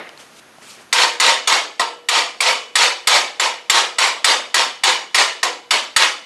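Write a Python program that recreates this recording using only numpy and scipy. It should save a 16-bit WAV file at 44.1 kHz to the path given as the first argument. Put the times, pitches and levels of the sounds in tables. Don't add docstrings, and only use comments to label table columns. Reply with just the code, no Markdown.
import sys
import numpy as np
from scipy import signal
from scipy.fft import rfft, irfft
from scipy.io import wavfile
from scipy.ndimage import uniform_filter1d

SR = 44100
rng = np.random.default_rng(int(sys.argv[2]) if len(sys.argv) > 2 else 0)


def inscribe(sig):
    pcm = np.round(np.clip(np.atleast_2d(sig).T, -1, 1) * 32767)
    wavfile.write(sys.argv[1], SR, pcm.astype(np.int16))


def ratio(d):
    e = np.asarray(d, float) / 20
    return 10 ** e


N = 275625
NOISE_HZ = np.fft.rfftfreq(256, 1 / SR)


def evened(x):
    return x / np.sqrt(np.mean(x ** 2) + 1e-20)


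def read(points, hz):
    f, value = np.transpose(points)
    return np.interp(np.log(hz + 1), np.log(f + 1), value)


def add(mix, s, sound):
    part = mix[round(s * SR):][:len(sound)]
    part += sound[:len(part)]


def noise(size, shape_db, patchy_db):
    hz = NOISE_HZ[:, None]
    t = np.arange(size // 64 + 5) * 64 / SR
    a, b, patches = rng.standard_normal((len(t), len(hz), 3)).T
    patches = uniform_filter1d(patches, size=3, axis=0)
    patches = evened(uniform_filter1d(patches, size=8, axis=1))
    spectra = (a + 1j * b) * ratio(shape_db(hz, t) + patchy_db * patches)
    return signal.istft(spectra, nperseg=256, noverlap=192)[1][:size]


def ring(t, hz, db, t60, spread_db):
    chance = rng.standard_normal((len(hz), 2))
    start_db = db + spread_db * chance[:, 0]
    level = ratio(start_db[:, None] - 60 * t / np.maximum(t60, .01)[:, None])
    return (level * np.sin(2 * np.pi * hz[:, None] * t + 2 * chance[:, 1:])).sum(0)


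# f/Hz, level/dB per Hz
AIR = [(18, -6), (30, 2), (173, -3), (700, -6), (1430, -6), (1790, -8.5), (5910, -18.5), (6550, -15),
       (7070, -22), (11700, -21), (13000, -44)]


def shop():
    white = rfft(rng.standard_normal(N))
    coloured = irfft(white * ratio(read(AIR, np.fft.rfftfreq(N, 1 / SR))), N)
    return ratio(-46.5) * evened(coloured)


def strokes(rows, t):
    s, db, swell, fade = np.transpose(rows)[:, :, None]
    below_top_db = np.where(t < s, swell * (s - t), fade * (t - s))
    return np.sqrt((ratio(db - below_top_db) ** 2).sum(0))


# f/Hz, level/dB per Hz
RUSTLE_COLOUR = [(590, -54), (1000, -24), (1250, -3), (1880, -18), (2140, -3), (8020, -9), (12300, -19),
                 (13000, -48)]
# f/Hz, level/dB per Hz
RUB_COLOUR = [(88, -50), (150, -17), (566, 0), (927, -9), (1030, -10), (1860, -3), (3830, -15.5),
              (6000, -32), (7800, -67), (13200, -120)]
# loudest at t/s, level/dB, swell/dB per s, fade/dB per s
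RUSTLE_STROKES = [
    (0.2, -41.5, 697, 170),
    (0.398, -42.5, 180, 2500),
    (0.624, -45, 2500, 100),
    (0.705, -38.5, 178, 151),
    (0.82, -48, 300, 600),
]
# t/s, level/dB, swell/dB per s, fade/dB per s
RUB_STROKES = [
    (0.0, -31, 300, 111),
    (0.2, -44, 500, 150),
    (0.5, -54, 150, 150),
    (0.622, -43, 2500, 250),
    (0.8, -43, 250, 400),
]
# t/s, level/dB, f/Hz
POINT_TICKS = [
    (.092, -23, 2900),
    (.176, -31, 4000),
    (.201, -33, 2900),
    (.585, -30, 734),
    (.614, -38, 2700),
]


def gloves():
    t = np.arange(SR) / SR
    out = np.zeros(N)
    for colour, rows in ((RUSTLE_COLOUR, RUSTLE_STROKES), (RUB_COLOUR, RUB_STROKES)):
        cloth = evened(noise(SR, lambda f, s: read(colour, f), patchy_db=2.0))
        add(out, 0, strokes(rows, t) * cloth)
    ratios = np.array([1.05, 1.3, 1.66, 0.73, .4])
    levels_db = np.array([-1.5, -16.0, -13.0, -11.0, -13.0])
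    for s, db, hz in POINT_TICKS:
        tick = ring(t[:900], hz * ratios, levels_db, np.full(5, .009), spread_db=2)
        add(out, s, ratio(db) * tick)
    return out


# f/Hz, width/Hz, level/dB
POINT_MODES = [(725, 140, -26), (905, 310, -10), (1285, 55, -6), (1642, 120, -6.5), (2128, 260, 5.5),
               (2350, 190, 3.5), (2920, 170, 0), (3536, 200, 3.5), (3730, 180, -28), (4565, 162, 4.5),
               (5426, 200, -2), (6770, 87, -2), (8000, 190, -0.5), (8600, 290, -20), (9360, 190, -3.5),
               (9720, 130, -44), (10800, 500, -24.5), (11700, 260, -34.5)]


def landing(crack_db, chatter_db, spot_hz):
    little_chatter = 1 / (1 + np.exp((chatter_db + 18) / 1.5))
    force_db = crack_db + 9
    bench_db = -2.5 + 7.5 * little_chatter - 0.1 * force_db
    treble_db = -1.5 - 2 * little_chatter + 0.069 * force_db
    spot_db = -1 + 9 * little_chatter

    def tone_db(hz):
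        low_share = np.clip((1500 - hz) / 400, 0, 1)
        high_share = np.clip((hz - 4500) / 2000, 0, 1)
        return bench_db * low_share + treble_db * high_share

    low_hz = 1287 if crack_db > -8.5 else 1066
    high_hz = 7850 * (1 + 0.0514 * rng.standard_normal())
    spot = [(low_hz, 120, spot_db - 1), (spot_hz, 240, spot_db + 11), (high_hz, 130, spot_db + 4)]
    return bench_db, tone_db, np.transpose(POINT_MODES + spot)


# f/Hz, level/dB per Hz
STEEL_COLOUR = [(71, -63), (120, -78.5), (273, -34), (353, -16), (587, -3.5), (701, -4), (959, 0),
                (1450, -7), (3640, -6), (7080, -12), (9880, -21), (12000, -29), (13000, -73)]


def crack(t, crack_db, tone_db, modes):
    hz, width, db = modes
    point = ring(t, hz, db + .85 * tone_db(hz), 8. / width, spread_db=2.5)
    point /= np.sqrt(np.mean(point[:400] ** 2))
    slag_db = lambda f, s: read(STEEL_COLOUR, f) + 1.82 * f / 1000 + 2.45 * tone_db(f)
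    slag = evened(noise(len(t), slag_db, patchy_db=3.5)) * ratio(-60 * t / 0.1)
    onset = 1 - np.exp(-(t / 0.0029) ** 2)
    return ratio(crack_db) * onset * (ratio(-0.9) * point + ratio(-4.5) * slag)


def thump(t, crack_db):
    hump = np.sin(np.pi * np.clip(t / 0.0084, 0, 1)) ** 2
    return ratio(-37 + 2.9 * (crack_db + 9)) * hump


# f/Hz, level/dB, t60/s
PLATE_MODES = [(360, -9, .4), (479, -14, 1.0), (513, -4, .4), (592, -5, .4), (665, -5, .35), (740, -3, .35),
               (921, 14, .23), (945, 1, .25), (995, -1, .3), (1045, -2, .3), (1109, -1, .3), (1209, -1, .3),
               (1254, -3, .35), (1333, -2, .4), (1643, -3, .3), (1738, -3, .4), (1905, 0, .25),
               (2080, -1, .35), (2300, -2, .3), (2405, -2, .28), (2505, -2, .3), (2968, -3, .55),
               (3530, -2, .35), (3671, -3, .42), (4405, -4, .3), (4580, -3, .3), (4726, -6, .42),
               (6940, -7, .3), (7100, -11, .4), (7640, -9, .28)]


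def steel():
    t = np.arange(SR // 2) / SR
    click = evened(noise(len(t), lambda f, s: read(STEEL_COLOUR, f), patchy_db=3.0))
    click *= ratio(-60 * t / 0.024)
    both = ratio(6.5) * click + ratio(-13.5) * ring(t, *np.transpose(PLATE_MODES), spread_db=3.0)
    return both / np.linalg.norm(both)


def chatter(t, crack_db, chatter_db, chatter_s, bench_db, tone_db):
    happens, sign, size = rng.random((len(t), 3)).T
    knocks = (happens < 1200 / SR) * np.sign(sign - .5)
    knocks = evened(knocks * ratio(-3.5 * np.log(size + 0.0014)))
    ending = 1 + np.exp(np.clip((t - chatter_s) / 0.0075, -40, 40))
    swell = (0.24 + 1.3 * t / chatter_s) / ending
    scrape = rng.standard_normal(len(t)) * ratio(-60 * t / 0.067)
    drive = ratio(chatter_db - 5) * knocks * swell + ratio(crack_db - 10 - 0.63 * bench_db) * scrape
    tone = np.roll(irfft(ratio(tone_db(NOISE_HZ))), 128)
    return signal.oaconvolve(drive, tone, "same")


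def banded(x, depth_db, width_hz):
    z = rfft(x, 2 * len(x))
    bins = max(int(width_hz * 2 * len(x) / SR), 1)
    ridges = evened(uniform_filter1d(rng.standard_normal(len(z)), size=bins))
    return irfft(z * ratio(depth_db * ridges - depth_db ** 2 / 7.9))[:len(x)]


# f/Hz, t60/s
SHOP_DECAY = [(200, 1), (530, 0.42), (1390, 0.35), (3680, 0.37), (7000, 0.33), (11000, 0.28)]


def room(chatter_db, chatter_s, tone_db, modes):
    hz, _, db = modes
    strong_hz = hz[db > -5]

    def level_db(f, s):
        s = s - 128 / SR
        left_s = 0.0077 * np.logaddexp(0, (chatter_s - s) / 0.0072)
        climb_db_per_s = 53.0 + 100.0 * np.clip((1000 - f) / 500, 0, 1)
        bumps_db = 3.15 * sum(1 / (1 + ((f - peak) / 130) ** 2) for peak in strong_hz)
        decay_db = 60 * (s - chatter_s + left_s) / read(SHOP_DECAY, f)
        colour_db = read(STEEL_COLOUR, f) + tone_db(f) + bumps_db - 1.5
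        return colour_db - decay_db - climb_db_per_s * left_s

    wash = banded(noise(SR * 2 // 5, level_db, patchy_db=2.0), depth_db=2.1, width_hz=70.)
    steady = np.sqrt(np.mean(ratio(2 * read(STEEL_COLOUR, NOISE_HZ))))
    onset = 1 - np.exp(-np.arange(len(wash)) / SR / 0.0018)
    return ratio(chatter_db - 20.5) * wash / steady * onset


def blow(plate, crack_db, chatter_db, chatter_s, spot_hz):
    t = np.arange(SR // 4) / SR
    bench_db, tone_db, modes = landing(crack_db, chatter_db, spot_hz)
    direct = crack(t, crack_db, tone_db, modes) + thump(t, crack_db)
    out = signal.fftconvolve(chatter(t, crack_db, chatter_db, chatter_s, bench_db, tone_db), plate)
    add(out, 0, room(chatter_db, chatter_s, tone_db, modes))
    no_bass = signal.butter(6, 210, "high", fs=SR, output="sos")
    out = signal.sosfilt(no_bass, out)
    add(out, 0, direct)
    return out


# f/Hz, level/dB, t60/s
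RIM_MODES = [(479, -26, 1.1), (1333, -23, .5), (2968, -24, .55)]


def rim(since_first_s, crack_db):
    t = np.arange(SR // 2) / SR
    lines = ring(t, *np.transpose(RIM_MODES), spread_db=1.0)
    return ratio(crack_db - 2.5 * since_first_s) * lines * (1 - np.exp(-t / 0.018))


# t/s, crack level/dB, chatter level/dB, chatter length/s, ring of the spot struck f/Hz
HAMMER_BLOWS = [(0.9266, -9, -10, 0.11, 2000), (1.1985, -9, -9, 0.096, 2020),
                (1.4727, -10, -11.5, 0.076, 2370), (1.7947, -9.5, -20, 0.02, 1916),
                (2.0856, -11, -13.5, 0.098, 1880), (2.404, -10.5, -13.5, 0.093, 2315),
                (2.7541, -7.5, -9, 0.087, 1860), (3.0712, -5, -9, 0.089, 1944),
                (3.3961, -12, -15.5, 0.054, 1937), (3.6972, -4.5, -10.5, 0.089, 1914),
                (3.9835, -10.5, -12, 0.069, 2006), (4.2432, -6, -10, 0.066, 1904),
                (4.5419, -7.5, -12.5, 0.063, 1925), (4.835, -10, -11.5, 0.062, 1830),
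                (5.1443, -7.5, -10.5, 0.071, 1880), (5.4292, -8.5, -17.5, 0.025, 1836),
                (5.707, -9.5, -13, 0.038, 2300), (5.962, -3, -10, 0.074, 1850),
                (5.182, -10, -23, 0.012, 1920), (3.742, -15, -25, 0.012, 1970)]


def scene():
    mix = gloves() + shop()
    plate = steel()
    for s, *settings in HAMMER_BLOWS:
        add(mix, s, ratio(11.0) * blow(plate, *settings))
    for s, crack_db, *_ in HAMMER_BLOWS:
        add(mix, s, ratio(11.5) * rim(s - HAMMER_BLOWS[0][0], crack_db))
    return np.array([mix, mix])


def low_pass(x):
    return signal.sosfilt(signal.butter(12, 13200, fs=SR, output="sos"), x)


def record(dry):
    power = signal.lfilter([.012], [1, -.988], dry[0] ** 2)
    power_db = 10 * np.log10(abs(power) + 1e-12)
    climb = np.arange(N) * 38.0 / SR
    held_db = np.maximum.accumulate(power_db + climb) - climb
    over_db = np.maximum(held_db + 31, 0)
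    gain_db = -signal.lfilter([.03], [1, -.97], .33 * over_db)
    hot = dry * ratio(gain_db) / .86
    clipped = .86 * np.tanh(hot + hot ** 3 / 3)
    low_cut = signal.butter(2, 177, "high", fs=SR, output="sos")
    clipped = np.clip(signal.sosfilt(low_cut, clipped), -.84, .84)
    band_limit = signal.firwin(301, 12900, window=("kaiser", 8), fs=SR)
    return low_pass(signal.oaconvolve(clipped, band_limit[None], "same"))


dry = scene()
out = record(dry)
inscribe(out)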